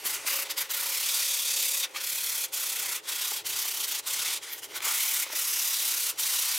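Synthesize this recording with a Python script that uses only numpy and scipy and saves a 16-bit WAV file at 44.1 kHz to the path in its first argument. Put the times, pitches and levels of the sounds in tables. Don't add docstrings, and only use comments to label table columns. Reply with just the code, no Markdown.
import sys
import numpy as np
from scipy import signal
from scipy.fft import rfft, irfft, next_fast_len
from scipy.io import wavfile
from scipy.ndimage import uniform_filter1d, map_coordinates

SR = 44100
rng = np.random.default_rng(int(sys.argv[2]) if len(sys.argv) > 2 else 0)


def voltage_ratio(level):
    return 10 ** (np.asarray(level, float) / 20)


def wav_record(signal):
    frames = np.transpose(np.atleast_2d(signal))
    bounded = np.clip(frames, -1, 1)
    quanta = np.round(bounded * 32767).astype(np.int16)
    wavfile.write(sys.argv[1], SR, quanta)


N = 290164


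def unit(x):
    return x / np.sqrt(np.mean(x ** 2) + 1e-20)


def along(points, hz):
    f, v = np.transpose(points)
    return np.interp(np.log(hz + 1), np.log(f + 1), v)


def curves(rows):
    s, *cols = np.transpose(rows)
    return [np.interp(np.arange(N) / SR, s, c) for c in cols]


def wobble(rate):
    return map_coordinates(rng.standard_normal(N // 100), [np.arange(N) * rate / SR])


def bells(rows):
    t = np.arange(0, N + 44, 44) / SR
    s, db, ms = np.transpose(rows)
    shape = np.exp(-.5 * ((t[:, None] - s) * 1000 / ms) ** 2)
    power = np.sum(voltage_ratio(2 * db) * shape, axis=1)
    return np.interp(np.arange(N) / SR, t, np.sqrt(power + 1e-9))


def filtered(x, response):
    m = next_fast_len(N + SR // 4)
    spectrum = rfft(x, m) * response(np.fft.rfftfreq(m, 1 / SR))
    return irfft(spectrum, m)[..., :N]


def coloured(x, spectrum):
    return unit(filtered(x, lambda hz: voltage_ratio(along(spectrum, hz))))


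def resonant(x, modes):
    def body(f):
        return sum(voltage_ratio(db) * 1j * f * w / (c * c - f * f + 1j * f * w) for c, w, db in modes)
    return unit(filtered(x, body))


def workshop():
    # (time [s], noise level [dB], hum level [dB])
    background = [(0, -59.5, -75), (.2, -58.5, -61), (.4, -59.5, -51.5), (.75, -59.5, -60),
                  (.85, -61.5, -56.5), (1.3, -66.5, -60), (1.5, -61, -59), (1.8, -63, -57),
                  (2.35, -62, -66.5), (2.5, -63, -60.5), (2.85, -58, -65), (3.15, -63, -66),
                  (3.5, -59.5, -67), (4.05, -62, -64), (4.18, -60.5, -62), (4.6, -57, -70),
                  (5.1, -65.5, -72), (5.35, -59.5, -65), (5.45, -65, -69), (6.2, -62, -66),
                  (6.58, -66, -66)]
    # (time [s], level [dB])
    hum_balance = [(0, -6), (2.3, 3.5), (4.1, -10), (5.1, 8.5), (6.58, 3)]
    # (frequency [Hz], level per Hz [dB])
    centre_colour = [(40, -50), (200, -22.5), (270, -13.5), (320, -4.5), (400, -4), (440, 1), (480, -8.5),
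                     (600, -5.5), (700, -11), (850, -3), (1100, -17), (2000, -22.5), (3100, -14),
                     (8000, -42), (16000, -45)]
    # (frequency [Hz], level per Hz [dB])
    side_colour = [(120, -52), (200, -27), (515, -6.5), (677, -15), (812, 4), (1010, -4), (1210, -2.5),
                   (1680, -2.5), (2380, -12), (3240, -12), (4180, -11), (5590, -16), (10000, -24),
                   (13200, -31), (15500, -38)]
    # (frequency [Hz], level per Hz [dB])
    rumble_colour = [(20, -36), (60, -15), (100, 4), (115, -2), (134, 3), (200, -10.5), (300, -27)]
    # (time [s], level [dB], width [ms])
    rumble_swells = [(.15, -67, 64), (.72, -73.5, 120), (1.15, -75, 100), (1.6, -74, 120), (2.2, -68, 100),
                     (2.85, -68.5, 110), (3.5, -62.5, 56), (4.2, -67, 80), (4.78, -70, 110),
                     (5.52, -71, 50), (6.2, -76, 150)]
    noise_db, hum_db = curves(background)
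    lower_db, = curves(hum_balance)

    mid = voltage_ratio(noise_db + 4 + 1.45 * wobble(8)) * coloured(rng.standard_normal(N), centre_colour)
    side = voltage_ratio(-58.0 + 1.3 * wobble(3.37)) * coloured(rng.standard_normal(N), side_colour)

    lumps = unit(voltage_ratio(1.1 * wobble(12)) * coloured(rng.standard_normal(N), rumble_colour))
    rumble = np.hypot(voltage_ratio(-78), bells(rumble_swells)) * lumps

    def hum(hz):
        waver = np.sqrt(2) * voltage_ratio(2.4 * wobble(18))
        return waver * np.sin(2 * np.pi * np.cumsum(hz + 4 * wobble(30)) / SR)
    upper = voltage_ratio(hum_db - 3.0) * hum(550)
    lower = voltage_ratio(hum_db + lower_db - 4.0) * hum(518)
    hums = upper * voltage_ratio([[1.2], [-1.2]]) + lower * voltage_ratio([[1.4], [-1.4]])
    return mid + rumble + hums + side * np.array([[1], [-1]])


def hand_speed():
    # (first stroke [s], last stroke [s], strokes [count],
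    # first level [dB], last level [dB])
    stroke_runs = [(0.068, 0.143, 3, -28.5, -33), (0.277, 0.427, 6, -28, -29.5),
                   (0.586, 0.616, 2, -29, -29.5), (0.715, 0.928, 8, -29, -28), (0.951, 1.148, 8, -28, -26),
                   (1.173, 1.541, 14, -25.5, -28), (1.572, 1.717, 6, -26.5, -29),
                   (1.746, 1.838, 4, -28.5, -28.5), (2.044, 2.269, 9, -29.5, -29),
                   (2.297, 2.445, 6, -28.5, -28), (2.544, 2.73, 7, -28.5, -29),
                   (2.766, 2.958, 7, -29.5, -29.5), (3.094, 3.191, 4, -28.5, -30),
                   (3.221, 3.371, 6, -28, -30.5), (3.47, 3.567, 4, -29, -30.5),
                   (3.594, 3.748, 6, -28.5, -31), (3.777, 3.843, 3, -30.5, -28.5),
                   (3.888, 3.989, 4, -29, -31), (4.079, 4.226, 6, -28.5, -27.5),
                   (4.259, 4.334, 4, -26.5, -27.5), (4.857, 4.95, 4, -26, -25.5),
                   (4.98, 5.17, 8, -26.5, -26), (5.2, 5.228, 2, -27, -27), (5.366, 5.74, 14, -27, -26),
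                   (5.769, 5.944, 7, -26.5, -26), (5.977, 6.096, 5, -27, -27),
                   (6.201, 6.336, 5, -27.5, -27), (6.362, 6.582, 8, -26.5, -27)]
    # (time at top speed [s], level [dB], width [ms])
    drags = [(.15, -34.5, 16), (.176, -44, 110), (.548, -52, 4.6), (1.895, -55, 4.2), (2.486, -48, 5.2),
             (4.806, -44, 3.3), (.463, -39.5, 7.7), (.506, -44, 25), (0.51, -30.5, 7), (.643, -42, 17),
             (1.843, -46.5, 22), (1.919, -53, 12), (1.972, -33, 11.5), (2.014, -31.5, 7.2), (2.44, -46, 32),
             (2.97, -38, 13.8), (3.066, -44.5, 16.5), (3.385, -37, 14.8), (4.05, -47, 14),
             (4.365, -32, 9.5), (4.438, -39.5, 8), (4.506, -41, 38.5), (4.534, -38, 5.8), (4.587, -42, 7.6),
             (4.643, -37.5, 9.6), (4.727, -46, 26), (4.767, -31.5, 9.8), (4.828, -33.5, 5),
             (5.25, -41.5, 24), (5.322, -41, 15), (5.331, -34.5, 6), (6.1, -41.5, 21), (6.161, -50, 5)]
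    uneven_db, uneven_ms = 0.47, .6
    strokes = []
    for first, last, count, first_db, last_db in stroke_runs:
        late, strong = rng.standard_normal((count, 2)).T
        s = np.linspace(first, last, count) + uneven_ms * late / 1000
        db = np.linspace(first_db, last_db, count)
        share = 0.27 + .012 * (db + 28)
        period_ms = 1000 * (last - first) / (count - 1)
        strokes += zip(s, db + uneven_db * strong, share * period_ms)
    return bells(strokes + drags)


def grit(spiky_db, patchy_db):
    size_db = spiky_db * np.minimum(rng.standard_exponential(N), 4.5)
    grains = rng.standard_normal(N) * voltage_ratio(size_db)
    z = signal.stft(grains, nperseg=256)[2]
    field = uniform_filter1d(rng.standard_normal(z.shape), size=2, axis=0)
    field = uniform_filter1d(field, size=25, axis=1)
    return signal.istft(z * voltage_ratio(patchy_db * unit(field)), nperseg=256)[1][:N]


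def held_rod(grains):
    # (start [s], [(centre [Hz], width [Hz], level [dB]), ..])
    holds = [(0, [(2600, 1500, 5), (3430, 1100, -8), (4380, 500, 1), (5700, 500, -7)]),
             (.24, [(2780, 410, 5.5), (3700, 550, 0), (4700, 710, 0), (5600, 360, -14)]),
             (.46, [(2530, 500, -2), (3470, 960, 3.5), (4640, 650, 2), (5400, 470, -13)]),
             (.69, [(2580, 450, -1), (3400, 900, 5), (4300, 830, 3), (5300, 490, -6)]),
             (1.1, [(2620, 450, -2), (3600, 660, 4), (4560, 420, 2), (5700, 510, -1.5)]),
             (1.92, [(2490, 300, 2), (3370, 520, 3.5), (4200, 390, 1), (5270, 700, -8)]),
             (2.5, [(2640, 370, -2), (3470, 450, 6), (4360, 600, -3), (5500, 700, -11)]),
             (3.03, [(2860, 870, -4), (3360, 320, 6), (3780, 200, 3), (4420, 670, -1.5), (5270, 540, -5)]),
             (3.43, [(3180, 410, 6), (3730, 870, 3), (4500, 780, 0), (5600, 990, 2)]),
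             (4.03, [(2950, 630, -7), (3630, 1200, 11), (4540, 1400, -3), (5700, 460, -7)]),
             (4.4, [(1960, 300, 10), (3220, 520, 7), (3900, 250, -7), (4860, 450, -2), (5800, 460, -12)]),
             (4.6, [(2010, 270, 8), (3100, 610, 8), (4500, 600, -2), (5500, 390, -5)]),
             (4.74, [(2220, 250, 6), (3150, 530, 3.5), (3920, 820, -2), (5300, 470, -12)]),
             (5.3, [(3000, 580, -5), (3750, 810, -1), (4970, 710, -1.5), (5570, 570, -2)]),
             (5.75, [(3070, 410, 1), (3850, 1200, 6), (4670, 400, -2), (5570, 640, 0)]),
             (6.15, [(3200, 550, -2), (3850, 790, 1), (4540, 1100, -4), (5600, 250, 0)])]
    starts = [s for s, _ in holds]
    hold = np.searchsorted(starts, np.arange(N) / SR, side="right") - 1
    rod = 0
    for k, (_, modes) in enumerate(holds):
        fade = np.sqrt(np.abs(uniform_filter1d((hold == k) * 1., size=1300)))
        rod = rod + fade * resonant(grains, modes)
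    return rod


def sanding():
    # (time [s], paper level [dB], rod level [dB], coarse grit level [dB], fine grit level [dB])
    grip = [(0, -12, 2, -3, 2), (.07, -7.5, -6.5, -4, -2), (.16, -8, -4.5, -3, -5), (.24, -7, -7, -1, -5),
            (.29, -5.5, -4, -5, -3.5), (.4, -9.5, -3, -5.5, -2), (.48, -7.5, -5, -9, -9),
            (.52, -7, -2, -5, -2.5), (.75, -8, -5.5, -7, -3.5), (1.05, -12.5, -6, -5.5, -7.5),
            (1.5, -14.5, -2.5, -4.5, -7), (1.8, -14, -4.5, -2.5, -3), (1.85, -6, 1, -12, -10),
            (1.91, -6.5, -12, -2, -5), (1.97, -7.5, -1.5, -8, -11), (2.06, -13, -6, -4.5, -3.5),
            (2.55, -13.5, -7, -5, -6.5), (2.8, -8.5, -6.5, -4.5, -6), (2.99, -9.5, -7, -4, -5),
            (3.05, -11.5, -3.5, -5, -9), (3.11, -9, -6, -6, -7), (3.7, -12.5, -3.5, -5.5, -4),
            (4.32, -9, -6.5, -5.5, -10), (4.47, -14.5, -1, -3, -8), (4.535, -11.5, -2.5, -11, 5.5),
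            (4.6, -15.5, -7.5, -1, -1), (4.72, -10, -3, -7.5, -5), (4.87, -5.5, -6.5, -5, -7),
            (5, -11, -6.5, -5, -5), (5.22, -11, -8, -4.5, -5.5), (5.28, -5.5, -0.5, -4.5, -1),
            (5.4, -13, -7, -6, -5.5), (5.8, -13, -6, -6, -6), (6.2, -10.5, -6, -3.5, -4.5),
            (6.58, -9.5, -5, -5.5, -5.5)]
    # (centre [Hz], width [Hz], level [dB])
    paper_modes = [(1087, 530, -5), (1448, 120, -7.5), (2032, 880, -2)]
    # (frequency [Hz], level per Hz [dB])
    coarse_colour = [(2500, -32), (5000, -0.5), (6500, 2), (8000, 1.5), (9800, 0), (11500, -8),
                     (15000, -97)]
    # (frequency [Hz], level per Hz [dB])
    fine_colour = [(5000, -52), (9000, -13), (11000, 8.5), (13000, 12.5), (15000, 10), (15700, 4),
                   (16000, -1)]
    paper_db, rod_db, coarse_db, fine_db = curves(grip)
    speed = hand_speed()
    slow = uniform_filter1d(speed, size=1400)
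    swing = speed / slow

    slack_db = np.clip(-30.5 - 20 * np.log10(slow), 0, 12)
    paper_db = paper_db + 0.63 * slack_db
    rod_db = rod_db + 0.093 * slack_db
    coarse_db = coarse_db - 0.043 * slack_db
    fine_db = fine_db - 0.41 * slack_db

    def small(hz):
        return 1 / (1 + (750 / (hz + 1)) ** 4)

    def thin(hz):
        return 1 / (1 + (1750 / (hz + 1)) ** 6)

    rasp = filtered(resonant(grit(spiky_db=0.5, patchy_db=1.96), paper_modes), small)
    ring = filtered(held_rod(grit(spiky_db=2.0, patchy_db=1.57)), thin)
    grains = grit(spiky_db=2.0, patchy_db=1.2)
    paper = voltage_ratio(paper_db) * swing ** -.3 * rasp
    rod = voltage_ratio(rod_db) * swing ** -.1 * ring
    coarse = voltage_ratio(coarse_db) * coloured(grains, coarse_colour)
    fine = voltage_ratio(fine_db) * swing ** 0.33 * coloured(grains, fine_colour)
    return speed * (paper + rod + coarse + fine)


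def knocks():
    # (time [s], level [dB], pitch [Hz], t60 [s])
    hits = [(.055, -34, 447, 0.025), (.248, -32.5, 624, 0.018), (0.285, -23.5, 1630, 0.013),
            (0.39, -20.5, 1280, .006), (0.501, -38, 1270, 0.027), (.703, -34, 2920, .01),
            (1.948, -30, 2220, 0.011), (1.96, -26.5, 2250, 0.045), (2.639, -32, 1210, 0.015),
            (3.213, -38, 700, 0.019), (3.317, -30.5, 840, 0.034), (3.654, -35, 735, 0.021),
            (4.631, -29, 3000, 0.0071), (4.72, -30, 2200, 0.0069), (4.805, -23, 2300, 0.0074),
            (4.87, -25, 1120, 0.011), (5.265, -30, 1150, 0.013), (5.301, -30, 920, .015),
            (5.331, -35.5, 625, 0.046), (5.346, -43, 600, .02), (6.391, -32, 990, 0.02)]
    out, t = np.zeros(N + SR), np.arange(SR // 10) / SR
    for s, db, hz, t60 in hits:
        phase = 2 * np.pi * hz * t
        tones = np.sin(phase) + .5 * np.sin(0.538 * phase) + 0.57 * np.sin(1.42 * phase)
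        ring = voltage_ratio(-60 * t / t60) * tones * (1 - np.exp(-t / 0.00025))
        crack = 0.24 * voltage_ratio(-60 * t / 0.0039) * rng.standard_normal(len(t))
        out[round(s * SR):][:len(t)] += voltage_ratio(db) * (ring + crack)
    return filtered(out[:N], lambda hz: (1j * hz / (280 + 1j * hz)) ** 2)


def diffuse_sound(x):
    # (frequency [Hz], t60 [s])
    decay = [(500, 0.1), (3000, 0.048), (12000, 0.015)]
    # (frequency [Hz], level [dB])
    diffuse_colour = [(300, -3), (2000, -4.5), (3300, -2), (4700, 1), (6800, -1), (9300, 4), (12500, 1.5),
                      (16000, 1)]
    step, out = SR // 8, np.zeros((2, N + SR))
    for start in range(0, N, step):
        hz, t, z = signal.stft(rng.standard_normal((2, SR // 5)), SR, nperseg=256)
        dying = voltage_ratio(-60 * t / along(decay, hz)[:, None])
        tail = signal.istft(z * dying, SR, nperseg=256)[1]
        tail = tail / np.linalg.norm(tail[0])
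        wet = signal.fftconvolve(x[None, start:start + step], tail, axes=1)
        out[:, start + 150:][:, :wet.shape[1]] += wet
    return filtered(out[:, :N], lambda hz: voltage_ratio(along(diffuse_colour, hz)))


def scene():
    near = sanding() + knocks()
    return near + voltage_ratio(-17.5) * diffuse_sound(near) + workshop()


def roll_off(x):
    return signal.sosfilt(signal.butter(12, 16710, fs=SR, output="sos"), x)


def record(dry):
    def microphone(hz):
        dip = 1 - 0.18 * np.exp(-.5 * ((hz - 1680) / 70) ** 2)
        bass = 1 / (1 + (45 / (hz + 1)) ** 3)
        return dip * bass
    heard = filtered(dry, lambda hz: microphone(hz) * (hz < 15980))
    return roll_off(heard)


dry = scene()
out = record(dry)
wav_record(out)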